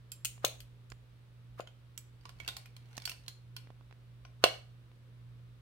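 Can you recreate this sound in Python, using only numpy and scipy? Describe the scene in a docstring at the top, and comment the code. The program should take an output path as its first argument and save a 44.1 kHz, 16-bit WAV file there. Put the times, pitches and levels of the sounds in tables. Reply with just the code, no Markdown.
"""Fidget toy over a desk

A two-bubble silicone fidget toy is played with above a plastic desk in a small room, close to a phone's two
microphone ports. Mains hum, low rumble and thin hiss lie behind it. Skin rubs on the toy as grainy noise and
fingers tick as short pushes. The hard frame clacks and rattles, the metal key clip clinks, and the domes
snap through: these three are sums of decaying modes with noise bursts, sent through a noise-built room."""
import sys
import numpy as np
from scipy import signal
from scipy.fft import rfft, irfft, next_fast_len
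from scipy.io import wavfile
from scipy.ndimage import uniform_filter1d

SR = 44100
rng = np.random.default_rng(int(sys.argv[2]) if len(sys.argv) > 2 else 0)


def dump_mix(stems):
    """Bounce the given channels to the path in sys.argv[1] as a 16-bit WAV at rate SR."""
    frames = np.atleast_2d(stems).T  # one column per channel
    limited = np.clip(frames, -1, 1)  # hard clip at full scale
    pcm = np.round(limited * 32767).astype(np.int16)
    wavfile.write(sys.argv[1], SR, pcm)


N = 247472
TIME = np.arange(N) / SR  # whole scene [s]
HIT_TIME = np.arange(8192) / SR  # one short sound [s]


def undb(db):
    """Decibels to gain."""
    return 10 ** (np.asarray(db) / 20)


def unit(x):
    """Scale to rms 1."""
    return x / np.sqrt(np.mean(x ** 2))


def attack_unit(x, size=220):
    """Scale so that the first `size` samples (five milliseconds by default) have rms 1."""
    return x / np.sqrt(np.mean(x[..., :size] ** 2))


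def pan(db):
    """Left and right gains for a level difference, left minus right."""
    return undb(np.array([[db], [-db]]) / 2)


def colour(x, points):
    """Causal minimum-phase filter through (frequency [Hz], gain [dB]) points."""
    size = 2 * next_fast_len(x.shape[-1])
    hz, db = np.transpose(points)
    bins = np.maximum(np.fft.rfftfreq(size, 1 / SR), 1)
    gain_db = np.interp(np.log(bins), np.log(hz), db)
    # folding the cepstrum onto positive time makes the filter causal
    cepstrum = irfft(np.log(undb(gain_db)))
    cepstrum[1:size // 2] *= 2
    cepstrum[size // 2 + 1:] = 0
    response = np.exp(rfft(cepstrum))
    return irfft(rfft(x, size) * response)[..., :x.shape[-1]]


def butter(x, hz, kind, order=2):
    """Low-pass or high-pass."""
    sections = signal.butter(order, min(hz, SR / 2 - 1000), kind, fs=SR, output="sos")
    return signal.sosfilt(sections, x)


def fade(t60):
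    """Exponential decay that loses 60 dB in t60 seconds."""
    return np.exp(-np.log(1000) * HIT_TIME / t60)


def hit_noise():
    """Independent white noise for both ports, as long as one short sound."""
    return rng.standard_normal((2, len(HIT_TIME)))


def add(out, s, sound, lag_s=0):
    """Mix a stereo sound in at time s; it reaches the left port lag_s later (earlier if negative)."""
    for channel, delay in enumerate((lag_s, 0)):
        start = int((s + delay) * SR)
        out[channel, start:start + len(HIT_TIME)] += sound[channel, :N - start]


# Colour of the room's tail: (frequency [Hz], relative level [dB])
ROOM_COLOUR = [(100, -15.5), (300, -2), (570, 1), (750, -0.5), (950, -7.5), (1300, -6.5), (2000, -1),
               (2900, -2.5), (4200, -2.5), (6000, -1.5), (10000, 3.5), (16000, 2)]


def room(x, wet_db, early_db, size=22050):
    """Quick reflections off the desk, then the short tail of a furnished room, whose treble dies sooner."""
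    t = np.arange(size) / SR
    noise = rng.standard_normal((2, size))
    low = butter(noise, 5000, "low", order=1)
    tail = low * 1000 ** (-t / 0.33) + (noise - low) * 1000 ** (-t / 0.1)  # t60 [s]
    tail = colour(tail * np.clip(t / 0.0064, 0, 1), ROOM_COLOUR)  # the tail builds up over 6.4 ms
    early = rng.standard_normal((2, size)) * np.exp(-np.log(1000) * t / 0.13) * (t > .002)
    response = (undb(wet_db) * unit(tail) + undb(early_db) * unit(early)) / np.sqrt(size)
    return signal.fftconvolve(x, response, axes=1)[:, :N]


# Hum lines, before the waver and the port gains: (frequency [Hz], rms level [dB])
HUM_LINES = [(60, -79.5), (120, -55.5), (174, -77), (264, -82.5)]
# Colour of the rumble: (frequency [Hz], relative level [dB])
RUMBLE_COLOUR = [(20, -14), (38, -13), (54, 4), (75, -4.5), (100, -6), (160, -11.5), (230, -27.5),
                 (500, -60)]
# The hand shifts its weight against the desk, swelling the rumble:
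# (time [s], time from the peak to 1/e [s], peak level added before the port gains [dB])
NUDGES = [(0.936, 0.022, -59), (2.407, 0.096, -59), (2.557, 0.029, -63)]
# Colour of the hiss: (frequency [Hz], relative level [dB])
HISS_COLOUR = [(100, -33), (170, -16), (214, 0), (235, -7.5), (268, -6), (553, -8.5), (668, -15),
               (778, -16.5), (1180, -14), (2090, -18), (3630, -19.5), (7060, -32.5), (8070, -30.5),
               (16000, -35.5)]


def background(hiss_db=-69, rumble_db=-65.0, waver_db=1.66):
    """Mains hum and other low lines as slowly wavering sines over a low noise rumble, and a thin airy hiss."""
    waver = unit(butter(rng.standard_normal(N), 1.4, "low"))
    # the hum stands in the room, so the two ports catch it at a slightly different phase [rad] and level
    port_phase, port_gain = np.array([[0], [.4]]), pan(-2.4)
    hum = np.zeros((2, N))
    for hz, db in HUM_LINES:
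        turns = hz * TIME + rng.random()
        hum += np.sqrt(2) * undb(db) * np.sin(2 * np.pi * turns + port_phase)
    hum *= undb(waver_db * waver)

    weight = undb(rumble_db)
    for s, length, db in NUDGES:
        weight = weight + undb(db) * np.exp(-((TIME - s) / length) ** 2)
    rumble_noise = rng.standard_normal(N) + .35 * rng.standard_normal((2, N))
    rumble = weight * unit(colour(rumble_noise, RUMBLE_COLOUR))

    # opposite-sign noise widens the hiss above the bass
    side = butter(rng.standard_normal(N), 500, "high", order=1) * np.array([[1], [-1]])
    hiss = unit(colour(rng.standard_normal(N) + side, HISS_COLOUR))
    return (hum + rumble) * port_gain + undb(hiss_db) * hiss * pan(-.5)


# The toy is turned over in the hand: (time [s], sliding level before contrast and gain [dB])
TURNING = [(2.2, -71.5), (2.342, -75.5), (2.454, -68), (2.618, -71.5), (2.734, -76), (2.872, -72.5),
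           (3.026, -67), (3.152, -83), (3.25, -68)]
SLIDE_GAIN_DB = 6.5
SLIDE_CONTRAST = 3.1  # rubbing falls this many times further below its peak, in dB


def slide_db(t):
    """Level of the rubbing at times t while the toy is turned over."""
    s, db = np.transpose(TURNING)
    return db.max() + SLIDE_CONTRAST * (np.interp(t, s, db) - db.max()) + SLIDE_GAIN_DB


def rustle(hz, count):
    """Dense noise grains of uneven size, heard through one broad resonance."""
    grains = rng.standard_normal((2, count)) * undb(2.0 * rng.exponential(size=count))
    return unit(colour(grains, [(hz / 4, -26), (hz / 1.4, -10), (hz, 0), (hz * 1.4, -9), (hz * 8, -30)]))


def rubbing(ease_s=0.15, swell_db=-51.5, swell_half_s=0.014, swell_lead_s=.002):
    """Skin slides over the toy as it is turned; a brief soft noise swells and fades around each dome snap."""
    moving = (TIME > TURNING[0][0]) & (TIME < TURNING[-1][0])
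    effort = uniform_filter1d(moving * undb(slide_db(TIME)), int(ease_s * SR))  # gentle starts and stops
    # skin on the frame, and a duller layer of rubbing noise
    out = effort * (rustle(2300, N) + rustle(805, N))
    middle = HIT_TIME[-1] / 2
    swell = np.exp(-((HIT_TIME - middle) / swell_half_s) ** 2)
    for s, *_ in DOME_SNAPS:
        soft_noise = rustle(1200, len(HIT_TIME)) * swell * undb(swell_db)
        add(out, s - swell_lead_s - middle, soft_noise)
    return out * pan(-2.0)


# Dry finger ticks right by the phone:
# (time [s], level of the push before panning [dB], sharpness as low-pass [Hz], left minus right [dB])
FINGER_TICKS = [(.379, -59, 2200, -6), (0.9197, -50.5, 3100, -17), (2.9789, -40, 6400, -7.5),
                (3.6722, -57, 1730, 1), (3.7038, -53.5, 1400, -9), (3.810, -62.5, 1620, -10),
                (3.911, -60.5, 2200, -10), (3.926, -56.5, 2780, 1), (4.9163, -64.5, 3027, -2)]


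def fingers(pad_db=-12, pad_hz=240, pad_t60=0.0063):
    """Skin lets go of a surface: one short push with a trace of grit, and a soft bump of the finger pad."""
    out = np.zeros((2, N))
    pad = attack_unit(fade(pad_t60) * np.sin(2 * np.pi * pad_hz * HIT_TIME))
    for s, db, sharp_hz, pan_db in FINGER_TICKS:
        push = fade(0.00086) + 0.53 * hit_noise() * fade(0.017)
        tick = butter(butter(push, sharp_hz, "low"), 170, "high", order=1)
        add(out, s, (attack_unit(tick) + undb(pad_db) * pad) * undb(db) * pan(pan_db))
    return out


# Colour of the crack at a hard contact: (frequency [Hz], relative level [dB])
CRACK_COLOUR = [(200, -12.5), (900, -12), (1500, -7), (3000, 0.5), (6500, -5.5), (10000, -8.5),
                (16000, -12)]


def strike(modes, focus_hz, focus_ring_db, focus_t60, detune, crack_db, crack_t60, ring_db, ring_t60, scatter_db):
    """A hard contact: a noise crack, the main modes, and one mode that the contact point favours."""
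    hz, t60, db = np.transpose([*modes, (focus_hz, focus_t60, focus_ring_db)])[:, :, None]
    chance = rng.standard_normal((len(hz), 5)).T[:, :, None]
    hz = hz * (1 + detune * chance[0] * (hz != focus_hz))  # the grip detunes the other modes
    # each port hears a mode with its own level and phase; a faint longer ring follows the main decay
    decay = fade(t60) + undb(ring_db) * fade(ring_t60)
    envelope = undb(db + scatter_db * chance[1:3]) * decay
    ring = np.sum(envelope * np.sin(2 * np.pi * hz * HIT_TIME + np.pi * chance[3:]), axis=1)
    crack = colour(hit_noise() * fade(crack_t60), CRACK_COLOUR)
    seating = 1 - np.exp(-HIT_TIME / .0003)  # the contact closes over a fraction of a millisecond
    return (attack_unit(ring) + undb(crack_db) * attack_unit(crack)) * seating


def knocks(table, modes, lag_s, focus_db, wet_db, early_db, **contact):
    """Every blow on one object: harder contacts tilt the spectrum up, and the contact point favours one band."""
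    direct, spill = np.zeros((2, 2, N))
    for s, db, tilt_db, focus_hz, pan_db in table:
        # no contact is short enough to go on brightening above 8 kHz
        slope = [(1000, -2 * tilt_db), (8000, tilt_db), (16000, tilt_db + min(tilt_db, 0))]
        focus = [(focus_hz / 1.5, 0), (focus_hz, focus_db), (focus_hz * 1.5, 0)]
        hit = colour(strike(modes, focus_hz, **contact), slope)
        hit = attack_unit(colour(hit, focus)) * undb(db)
        add(direct, s, hit * pan(pan_db), lag_s)
        add(spill, s, hit)
    return direct + room(spill, wet_db=wet_db, early_db=early_db)


def rattle(per_s=45, over_slide_db=7.5, spread_db=4, tilt_db=-2):
    """Faint chance contacts of the frame, stronger when the hand moves more; rows like FRAME_CLACKS."""
    start, stop = TURNING[0][0], TURNING[-1][0]
    slots = np.arange(start, stop, 1 / per_s)
    when, size, point = rng.random((len(slots), 3)).T
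    s = slots + when / per_s  # one contact somewhere in each slot
    db = slide_db(s) + over_slide_db + spread_db * (2 * size - 1)
    focus_hz = 1400 * 2 ** (2 * point)
    return [(at, level, tilt_db, hz, -2) for at, level, hz in zip(s, db, focus_hz)]


# The hard frame is knocked: (time [s], level of the first 5 ms before panning [dB], tilt [dB per octave],
# frequency favoured by the contact point [Hz], left minus right [dB])
FRAME_CLACKS = [(2.2539, -46.5, -5.5, 1127, -5), (2.2923, -49.5, -3, 1120, -10),
                (2.4005, -44, -4.5, 2250, -8.5), (2.4474, -52.5, -4, 2640, 0), (2.4772, -34, -1, 3840, -2),
                (2.4867, -35, -1.5, 3620, -2), (2.5665, -40, 0, 770, -3.5), (2.6575, -53, -2.5, 2470, 0),
                (2.7652, -51.5, -0.5, 3360, -3), (2.968, -47, 5, 5700, -5), (3.0538, -33, 2.5, 4540, -4.5),
                (3.0755, -37.5, -2.5, 2480, 1.5), (3.095, -37.5, 1, 2660, -2),
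                (3.1164, -44.5, -2, 2890, -7), (3.2808, -38.5, -.5, 4300, -4.5),
                (3.5649, -41.5, -1, 4360, -6.5), (4.2503, -51.5, -8, 5700, 0),
                (4.4403, -19.5, -2, 1212, -4.5), (4.4458, -34, -3, 2920, -3)]
# Ringing of the frame: (frequency before detuning [Hz], t60 [s], level before scatter [dB])
FRAME_MODES = [(714, 0.032, -9), (1030, 0.052, -6.5), (1426, 0.026, 0.5), (2160, 0.015, -18),
               (2330, 0.028, -2.5), (2880, 0.019, 2.5), (3270, 0.029, 1), (4270, 0.018, 10),
               (5200, 0.0064, 10), (5740, 0.02, 4.5), (6340, 0.061, -6.5), (8480, 0.059, -4),
               (11800, 0.032, -3.5)]


def frame():
    """The hard frame clacks and rattles, its modes dying quickly under a noise crack."""
    return knocks(FRAME_CLACKS + rattle(), FRAME_MODES, lag_s=.0003, focus_db=3, wet_db=-7.0, early_db=-15.0,
                  focus_ring_db=4, focus_t60=0.049, detune=0.025, crack_db=0, crack_t60=0.022,
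                  ring_db=-32.5, ring_t60=.15, scatter_db=5.0)


# The key clip strikes the frame: (time [s], level of the first 5 ms before panning [dB],
# tilt [dB per octave], frequency favoured by the contact point [Hz], left minus right [dB])
CLIP_CLINKS = [(.1184, -40.5, 3.5, 10000, -3.5), (.2478, -31, 2, 7420, 4.5), (.2538, -30, 5, 2870, -0.5),
               (.4480, -23, 2, 3470, 3.5), (.6038, -48, 3, 2880, 4), (.9012, -55, 0, 6860, 1),
               (1.6049, -46, -5, 3200, -1.5), (1.6732, -50.5, -5.5, 3110, -1),
               (1.9767, -42.5, 3, 7250, -9.5)]
CLIP_MODES = [(1425, .03, -1), (2130, 0.025, -17.5), (2525, 0.087, -10.5), (2966, .03, 0),
              (3300, 0.016, -3.5), (4100, 0.017, -1), (4360, 0.047, -7), (5670, .025, -15),
              (6520, 0.035, 0), (6930, .025, -13), (6700, .03, -17), (8300, 0.054, -5.5), (9560, 0.01, -9),
              (10100, 0.013, -7.5), (12200, 0.03, -4.5), (12100, .02, -8.5), (13400, 0.021, -10.5),
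              (15000, 0.023, -2.5)]


def clip():
    """The metal key clip clinks on the frame, its modes reaching far into the treble."""
    return knocks(CLIP_CLINKS, CLIP_MODES, lag_s=.00003, focus_db=4.5, wet_db=-9.5, early_db=-8,
                  focus_ring_db=2.5, focus_t60=0.016, detune=0.05, crack_db=3, crack_t60=0.015,
                  ring_db=-32, ring_t60=.2, scatter_db=5)


# A dome snaps through: (time [s], level of the first 5 ms before panning [dB],
# snap sharpness as low-pass [Hz], left minus right [dB], extra level into the room [dB])
DOME_SNAPS = [(0.445, -27.5, 1430, 3.5, 0), (1.598, -36.5, 1160, 4.5, -1.5), (4.4400, -15, 6510, -0.5, 2)]
# Dome and frame ring together: (frequency [Hz], t60 [s], level before the snap's filters [dB])
DOME_MODES = [(360, 0.0036, -6), (516, 0.0096, 1.5), (657, 0.015, -2), (1053, 0.019, -3),
              (1177, 0.0067, -8), (1490, 0.0043, -14.5), (2700, 0.045, -8), (2890, 0.047, -2),
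              (3450, 0.018, -17), (4170, 0.014, -5), (5600, .008, -21)]


def domes(flutter_db=-14, flutter_t60=0.015, rim_db=-9, rim_lead_s=.001, wall_db=-18, wall_s=0.018):
    """The rim gives way, then the dome snaps over and kicks its modes; a slow snap only reaches the low ones."""
    direct, spill = np.zeros((2, 2, N))
    ring = sum(undb(db) * fade(t60) * np.cos(2 * np.pi * hz * HIT_TIME) for hz, t60, db in DOME_MODES)
    for s, db, snap_hz, pan_db, room_db in DOME_SNAPS:
        flutter = butter(hit_noise() * fade(flutter_t60), 3600, "low", order=1)
        snap = attack_unit(ring) + undb(flutter_db) * attack_unit(flutter)
        snap = butter(butter(snap, snap_hz, "low", order=3), 220, "high")
        snap = attack_unit(snap) * undb(db)
        rim = -undb(rim_db) * snap * fade(0.024)
        add(direct, s - rim_lead_s, rim * pan(pan_db))
        add(direct, s, snap * pan(pan_db), lag_s=-.00008)
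        add(spill, s, butter(snap, 480, "high") * undb(room_db))  # so small a dome sends little bass into the room
        # the thump bounces between two walls and returns twice, dull and smeared
        for bounce in range(1, 3):
            smear = hit_noise() * fade(.035)
            dull = butter(butter(snap, 580, "low", order=4), 510, "high", order=4)
            echo = signal.fftconvolve(dull, smear, axes=1)[:, :len(HIT_TIME)]
            echo = attack_unit(echo, size=500)
            add(direct, s + bounce * wall_s, echo * undb(db + room_db + wall_db) / bounce)
    return direct + room(spill, wet_db=-10.5, early_db=-14.5)


def scene():
    """The toy in its room, from the background to the domes."""
    return background() + rubbing() + fingers() + frame() + clip() + domes()


def record(dry, top_hz=16000):
    """The phone clips at full scale and cuts the top with a steep low-pass."""
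    low_pass = signal.ellip(10, .1, 90, top_hz, fs=SR, output="sos")
    return signal.sosfilt(low_pass, np.clip(dry, -1, 1))


dry = scene()
out = record(dry)
dump_mix(out)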